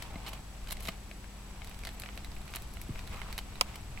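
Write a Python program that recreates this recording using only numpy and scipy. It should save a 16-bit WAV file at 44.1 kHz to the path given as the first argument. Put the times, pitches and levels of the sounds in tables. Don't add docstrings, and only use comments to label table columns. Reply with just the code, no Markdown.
import sys
import numpy as np
from scipy import signal
from scipy.fft import rfft, irfft
from scipy.io import wavfile
from scipy.ndimage import uniform_filter1d

SR = 44100
rng = np.random.default_rng(int(sys.argv[2]) if len(sys.argv) > 2 else 0)


def wav_out(sig):
    wavfile.write(sys.argv[1], SR, np.round(np.clip(np.atleast_2d(sig).T, -1, 1) * 32767).astype(np.int16))


N = 176400

# frequency in Hz, relative strength in dB.
AIR_COLOUR = [(30, -18.5), (70, 0), (150, -6.5), (260, -10.5), (380, -14), (540, -18), (750, -14.5),
              (980, -17.5), (1580, -20.5), (2320, -22.5), (4500, -24.5), (7000, -27), (11500, -30),
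              (16000, -38.5)]
RUMBLE_COLOUR = [(10, 0.5), (22, -9.5), (31, 4), (42, -12.5), (60, -2), (100, -9), (150, -13), (200, -26.5),
                 (300, -29.5), (1000, -59)]
RUB_COLOUR = [(150, -7), (400, -2.5), (800, 1.5), (1200, -0.5), (1650, -6), (2400, -0.5), (4300, -9.5),
              (7000, -16), (16000, -24)]
TICK_COLOUR = [(150, -31), (400, -18), (650, 4.5), (1100, -6.5), (1750, 0.5), (2200, 3.5), (2700, -3.5),
               (3500, -11.5), (4200, -7.5), (4900, -32), (7000, -28), (9500, -38), (16000, -38)]
EDGE_COLOUR = [(150, -67), (2500, -15), (4000, 2), (5600, -10), (7000, -11), (9500, -14), (16000, -32)]
CRISP_COLOUR = [(150, -73), (2500, -4), (4800, 2), (7000, 2.5), (8500, 3), (11500, 10), (16000, -1.5)]
RUSTLE_COLOUR = [(150, -5), (400, -0.5), (650, 0), (1200, 2.5), (1600, -3.5), (2150, 1), (2550, 1),
                 (3050, 5.5), (3550, -4.5), (4100, 1), (6500, -12.5), (9000, -10.5), (16000, -69)]
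CASE_CRACK_COLOUR = [(150, -42), (500, -3), (1150, 3), (1700, -10), (2500, 1), (5000, -10), (9000, -12),
                     (16000, -16)]
# frequency in Hz, likeness from 0 (unrelated) to 1 (the same).
LIKENESS = [(60, 0.77), (130, 1), (290, 0.84), (640, 0.49), (1400, 0.47), (3100, 0.062), (16000, 0.022)]
# pitch in Hz, level in dB.
HUM_TONES = [(31, -57), (48.8, -48.5), (199.4, -59.5)]
# time in seconds, level in dB.
RUMBLE_LEVELS = [(0, -46), (.4, -49), (.75, -45), (1.2, -54), (1.55, -53), (1.8, -46.5), (2.1, -50.5),
                 (2.35, -44), (2.7, -47.5), (3.08, -41.5), (3.4, -45.5), (3.8, -46.5), (4, -44.5)]
RUB_LEVELS = [(0, -50), (.13, -54.5), (.22, -53.5), (.35, -50.5), (.42, -64), (.62, -58), (.7, -56.5),
              (.92, -53), (1.02, -64), (1.45, -60), (1.86, -55), (1.96, -56), (2.1, -54), (2.4, -59.5),
              (2.52, -52.5), (2.68, -59.5), (3.0, -53), (3.09, -54.5), (3.135, -44), (3.19, -50),
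              (3.29, -52.5), (3.48, -57.5), (3.68, -51.5), (3.88, -59.5), (4, -53)]
# start and length in seconds, level in dB, resonance in Hz.
SCUFFS = [(0, 0.27, -56, 754), (0.214, .21, -55, 850), (1.356, 0.33, -63, 960), (3.091, 0.26, -55.5, 1110)]
# start in seconds, level in dB, relative treble in dB, leftward lean in dB.
TICKS = [(0.0223, -27, -11, 8), (.6719, -32, -20, 0), (0.7023, -33, -12, -2), (0.7069, -24.5, -10, -4),
         (0.7686, -32, -16, -2), (0.8523, -29, -13, -5), (0.8593, -27.5, -27, 1), (0.8720, -25.5, -13, -1),
         (0.8853, -26, -12.5, 1), (1.1123, -29, -27, 4), (1.242, -38, -35, 13), (1.618, -30, -39, 8),
         (1.6445, -36, -8, -2), (1.6718, -36, -10, -4), (1.694, -39.5, -5, 1), (1.712, -36, -23, -10),
         (1.7434, -42, -11, -6), (1.7894, -38.5, -6, -2), (1.835, -30.5, -20, -2), (1.8498, -26.5, -14, -1),
         (1.8702, -24, -16, -3), (1.8747, -28.5, -27, 1), (1.889, -29.5, -18, -1), (1.9973, -34.5, 1, -2),
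         (2.0185, -30, -12.5, -2), (2.0352, -27, -25, 3), (2.0595, -29, -32, -4), (2.0879, -28.5, -35, -8),
         (2.175, -27.5, -19, -4), (2.2452, -31.5, -12, -4), (2.3163, -38, -13, -9),
         (2.3642, -34.5, -20, -4), (2.415, -41, -10, -2), (2.4776, -33, -18, -5), (2.5368, -24.5, -21, -1),
         (2.557, -51, -13, -6), (2.566, -24, -20, -2), (2.6202, -41.5, 0, 2), (2.7363, -46.5, 4, -1),
         (2.769, -32.5, -25, -6), (2.814, -36, 1.5, -4), (2.957, -30, -28, 0), (2.9904, -29.5, -16.5, 1),
         (3.074, -33.5, -12, -4), (3.216, -27, -28, -12), (3.326, -28, -11, -5), (3.3781, -23, -7.5, -3),
         (3.555, -33, -17, -6), (3.7417, -35, -31, 4), (3.9743, -35, -39, -21)]
# pitch in Hz, seconds to fade 60 dB, strength in dB.
BOX_TONES = [(1890, 0.0034, -15.5), (2270, 0.0096, -9.5), (2810, 0.0082, -11.5)]
KNOCK_TONES = [(668, 0.041, -3), (1220, 0.038, -6.5), (2030, 0.021, -17), (2120, 0.037, -3),
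               (2550, 0.025, -9), (2960, .02, -13), (3950, 0.018, -9)]
# start in seconds, level in dB, pitch in Hz, relative knock in dB.
BUMPS = [(0.157, -34, 188, -4.5), (0.886, -33.5, 175, 4), (2.891, -32, 227, -37), (2.899, -27.5, 112, -35),
         (3.171, -49, 195, 6)]
# start and length in seconds, level in dB, relative treble in dB.
RUSTLES = [(0.262, 0.021, -42, -14), (0.283, 0.011, -47, -1.5), (0.3312, 0.0032, -40, -8),
           (0.684, 0.0097, -47.5, -7), (0.718, 0.009, -39, 2), (0.802, 0.0075, -48.5, -1.5),
           (0.824, 0.01, -53.5, 4), (0.837, 0.044, -53.5, -0.5), (0.8833, 0.0058, -35, -9),
           (1.854, 0.0029, -45, -18), (2.5488, 0.0034, -38, -10), (2.558, 0.0014, -40.5, 7),
           (3.383, 0.0077, -37.5, -10), (3.755, 0.0043, -43.5, -4.5)]
# pitch in Hz, seconds to fade 60 dB, left and right strength in dB.
CASE_TONES = [(512, 0.018, -23.5, -24), (730, .042, -29, -26.5), (1030, 0.025, -15, -30),
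              (1284, 0.025, -15.5, -27), (2045, 0.03, -37, -22.5), (2340, 0.023, -19, -15),
              (2850, 0.0053, -16.5, -8.5), (3230, 0.013, -28, -14), (3900, 0.01, -30, -14.5),
              (4580, 0.012, -26, -10), (5420, .005, -15, -5.5), (6600, 0.011, -30, -21),
              (7840, 0.0026, -18, -8), (9200, 0.0037, -15, -9.5), (12100, .003, -14, -22)]

GRAINS_PER_S, RUB_SPREAD_DB = 2500, 2
TICK_DECAY_S = 0.0011


def undb(db):
    return 10 ** (np.asarray(db) / 20)


def unit(x):
    return x / np.sqrt(np.mean(x ** 2) + 1e-20)


def curve(rows):
    return undb(np.interp(np.arange(N) / SR, *np.array(rows).T))


def over_hz(points, size):
    hz, value = np.array(points).T
    return np.interp(np.log(np.arange(size // 2 + 1) * SR / size + 1), np.log(hz), value)


def colour(x, points):
    size = x.shape[-1]
    cepstrum = irfft(np.log(unit(undb(over_hz(points, size)))), size)
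    cepstrum[1:size // 2] *= 2
    cepstrum[size // 2 + 1:] = 0
    return irfft(rfft(x) * np.exp(rfft(cepstrum)), size)


def stereo_noise(likeness, size):
    mid, side = rfft(rng.standard_normal((2, size)))
    mid, side = mid * np.sqrt((1 + likeness) / 2), side * np.sqrt((1 - likeness) / 2)
    return irfft(np.array([mid + side, mid - side]), size)


def wander(rate):
    width = int(SR / rate)
    drift = uniform_filter1d(rng.standard_normal(N), width, mode="wrap")
    return unit(uniform_filter1d(drift, width, mode="wrap"))


def grains(rate, spread_db, size):
    happens = rng.random(size) < rate / SR
    slips = happens * undb(spread_db * np.minimum(rng.exponential(size=size), 5))
    return unit(np.sqrt(np.abs(uniform_filter1d(slips ** 2, size=24))))


def burst(shape, points, likeness=0.59):
    noise = shape * stereo_noise(likeness, len(shape))
    return unit(colour(noise, points)) * np.sqrt(np.mean(shape ** 2))


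def ring(t, hz, fade_s):
    t = np.maximum(t, 0)
    return np.sin(2 * np.pi * hz * t) * np.exp(-np.log(1000) * t / fade_s)


def thin_bass(x, below_hz=328):
    return signal.sosfilt(signal.butter(2, below_hz, "high", fs=SR, output="sos"), x)


def add(out, start, sound):
    i = max(int(start * SR), 0)
    out[:, i:i + sound.shape[-1]] += sound[..., :N - i]


def background(air_db=-51, waver_db=0.5):
    t = np.arange(N) / SR
    air = undb(air_db) * unit(colour(stereo_noise(over_hz(LIKENESS, N), N), AIR_COLOUR))
    rumble = curve(RUMBLE_LEVELS) * unit(colour(stereo_noise(0.94, N), RUMBLE_COLOUR))
    hum = np.zeros(N)
    for hz, db in HUM_TONES:
        peak = undb(db + waver_db * wander(11)) * np.sqrt(2)
        hum += peak * np.sin(2 * np.pi * hz * t + 0.59 * wander(2.2))
    return (air + rumble + hum) * undb([[.7], [-.7]])


def whine(hz=7867, db=-61.5, frames_per_s=29.97, on_share=0.53):
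    t = np.arange(N) / SR
    frames = frames_per_s * (t - .007)
    is_on = np.cos(2 * np.pi * frames) > np.cos(np.pi * on_share)
    flip = (-1.) ** np.floor(frames + .5)
    return undb(db) * uniform_filter1d(is_on * flip, size=40) * np.sin(2 * np.pi * hz * t)


def rubbing(flutter_db=1.5):
    slips = stereo_noise(over_hz(LIKENESS, N), N) * grains(GRAINS_PER_S, RUB_SPREAD_DB, N)
    flutter = undb(flutter_db * np.tanh(wander(86)))
    return unit(colour(slips, RUB_COLOUR) * flutter) * curve(RUB_LEVELS)


def scuffs():
    out = np.zeros((2, N))
    for start, length, db, hz in SCUFFS:
        size = int(length * SR)
        slips = stereo_noise(0.89, size) * grains(900, RUB_SPREAD_DB, size)
        hollow = signal.iirpeak(hz, Q=1.75, fs=SR)
        sound = unit(signal.lfilter(*hollow, signal.lfilter(*hollow, slips)))
        add(out, start, undb(db) * sound * signal.windows.tukey(size, .5))
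    return out


def ticks(t, attack_s=0.0004, tail_s=0.011, delay_s=0.000992, pitch_scatter=0.066):
    out = np.zeros((2, N))
    decay = np.exp(-t / TICK_DECAY_S) + undb(-15.5) * np.exp(-t / tail_s)
    shape = np.minimum(t / attack_s, 1) * decay
    for start, db, treble_db, lean_db in TICKS:
        box = sum(undb(tone_db) * ring(t, hz * (1 + pitch_scatter * rng.standard_normal()), fade_s)
                  for hz, fade_s, tone_db in BOX_TONES)
        box *= undb(-0.32 * max(treble_db + 25, 0))
        crack = undb(-10) * burst(shape, TICK_COLOUR)
        edge = undb(6.5 + min(treble_db, -14.5)) * burst(shape, EDGE_COLOUR)
        treble = undb(treble_db) * burst(shape, CRISP_COLOUR)
        lean = undb([[lean_db / 2], [-lean_db / 2]])
        add(out, start + delay_s, undb(db) * ((box + crack + edge) * lean + treble))
    return out


def bumps(t, thud_s=0.071):
    out = np.zeros((2, N))
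    knock = thin_bass(sum(undb(db) * ring(t, hz, fade_s) for hz, fade_s, db in KNOCK_TONES))
    for start, db, hz, knock_db in BUMPS:
        thud = ring(t, hz, thud_s) - undb(-3) * ring(t, 1.5 * hz, thud_s / 2)
        add(out, start, undb(db) * (thud + undb(knock_db) * knock))
    return out


def rustles(t, attack_s=0.00074, release_s=0.0032):
    out = np.zeros((2, N))
    for start, length, db, treble_db in RUSTLES:
        shape = np.minimum(t / attack_s, 1) * np.exp(-np.maximum(t - length, 0) / release_s)
        slips = unit(shape * grains(GRAINS_PER_S, 1.5, len(t))) * np.sqrt(np.mean(shape ** 2))
        body = burst(slips, RUSTLE_COLOUR)
        treble = undb(treble_db) * burst(slips, CRISP_COLOUR)
        add(out, start, undb(db) * (body + treble))
    return out


def crackle(t, from_s=1.8, to_s=3.25, breaks_per_s=36, loudest_db=-48.5, range_db=8):
    breaks = (rng.random(N) < breaks_per_s / SR) * undb(loudest_db - range_db * rng.random(N))
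    time = np.arange(N) / SR
    chewing = (time > from_s) & (time < to_s)
    shape = signal.fftconvolve(breaks * chewing, np.exp(-t / TICK_DECAY_S))[:N]
    return burst(shape, CRISP_COLOUR)


def snap(t, start_s=3.6109, left_lag_s=0.000286, crack_decay_s=0.0068):
    out = np.zeros((2, N))
    tones = np.zeros((2, len(t)))
    for k, (hz, fade_s, left_db, right_db) in enumerate(CASE_TONES):
        left = undb(left_db) * ring(t - left_lag_s, hz, fade_s)
        right = undb(right_db) * ring(t, hz, fade_s)
        tones += (-1) ** k * np.array([left, right])
    crack = undb(-28) * burst(np.exp(-t / crack_decay_s), CASE_CRACK_COLOUR)
    add(out, start_s, undb(-2) * thin_bass(tones) + crack)
    return out


def under_bed(x, echo_db=-15, fade_s=0.092):
    t = np.arange(SR // 2) / SR
    tail = colour(rng.standard_normal((2, len(t))), [(200, -16), (800, -38), (3000, -5.5), (12000, -14.5)])
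    tail *= np.exp(-np.log(1000) * t / fade_s)
    tail /= np.sqrt(np.sum(tail ** 2) / 2)
    return x + undb(echo_db) * signal.fftconvolve(x, tail, axes=1)[:, :N]


def scene():
    t = np.arange(8192) / SR
    nibbling = under_bed(ticks(t) + rustles(t) + crackle(t))
    handling = snap(t) + bumps(t) + rubbing() + scuffs()
    return nibbling + handling + background() + whine()


def record(dry, top_hz=16100):
    return signal.sosfilt(signal.ellip(10, .2, 80, top_hz, fs=SR, output="sos"), dry)


dry = scene()
out = record(dry)
wav_out(out)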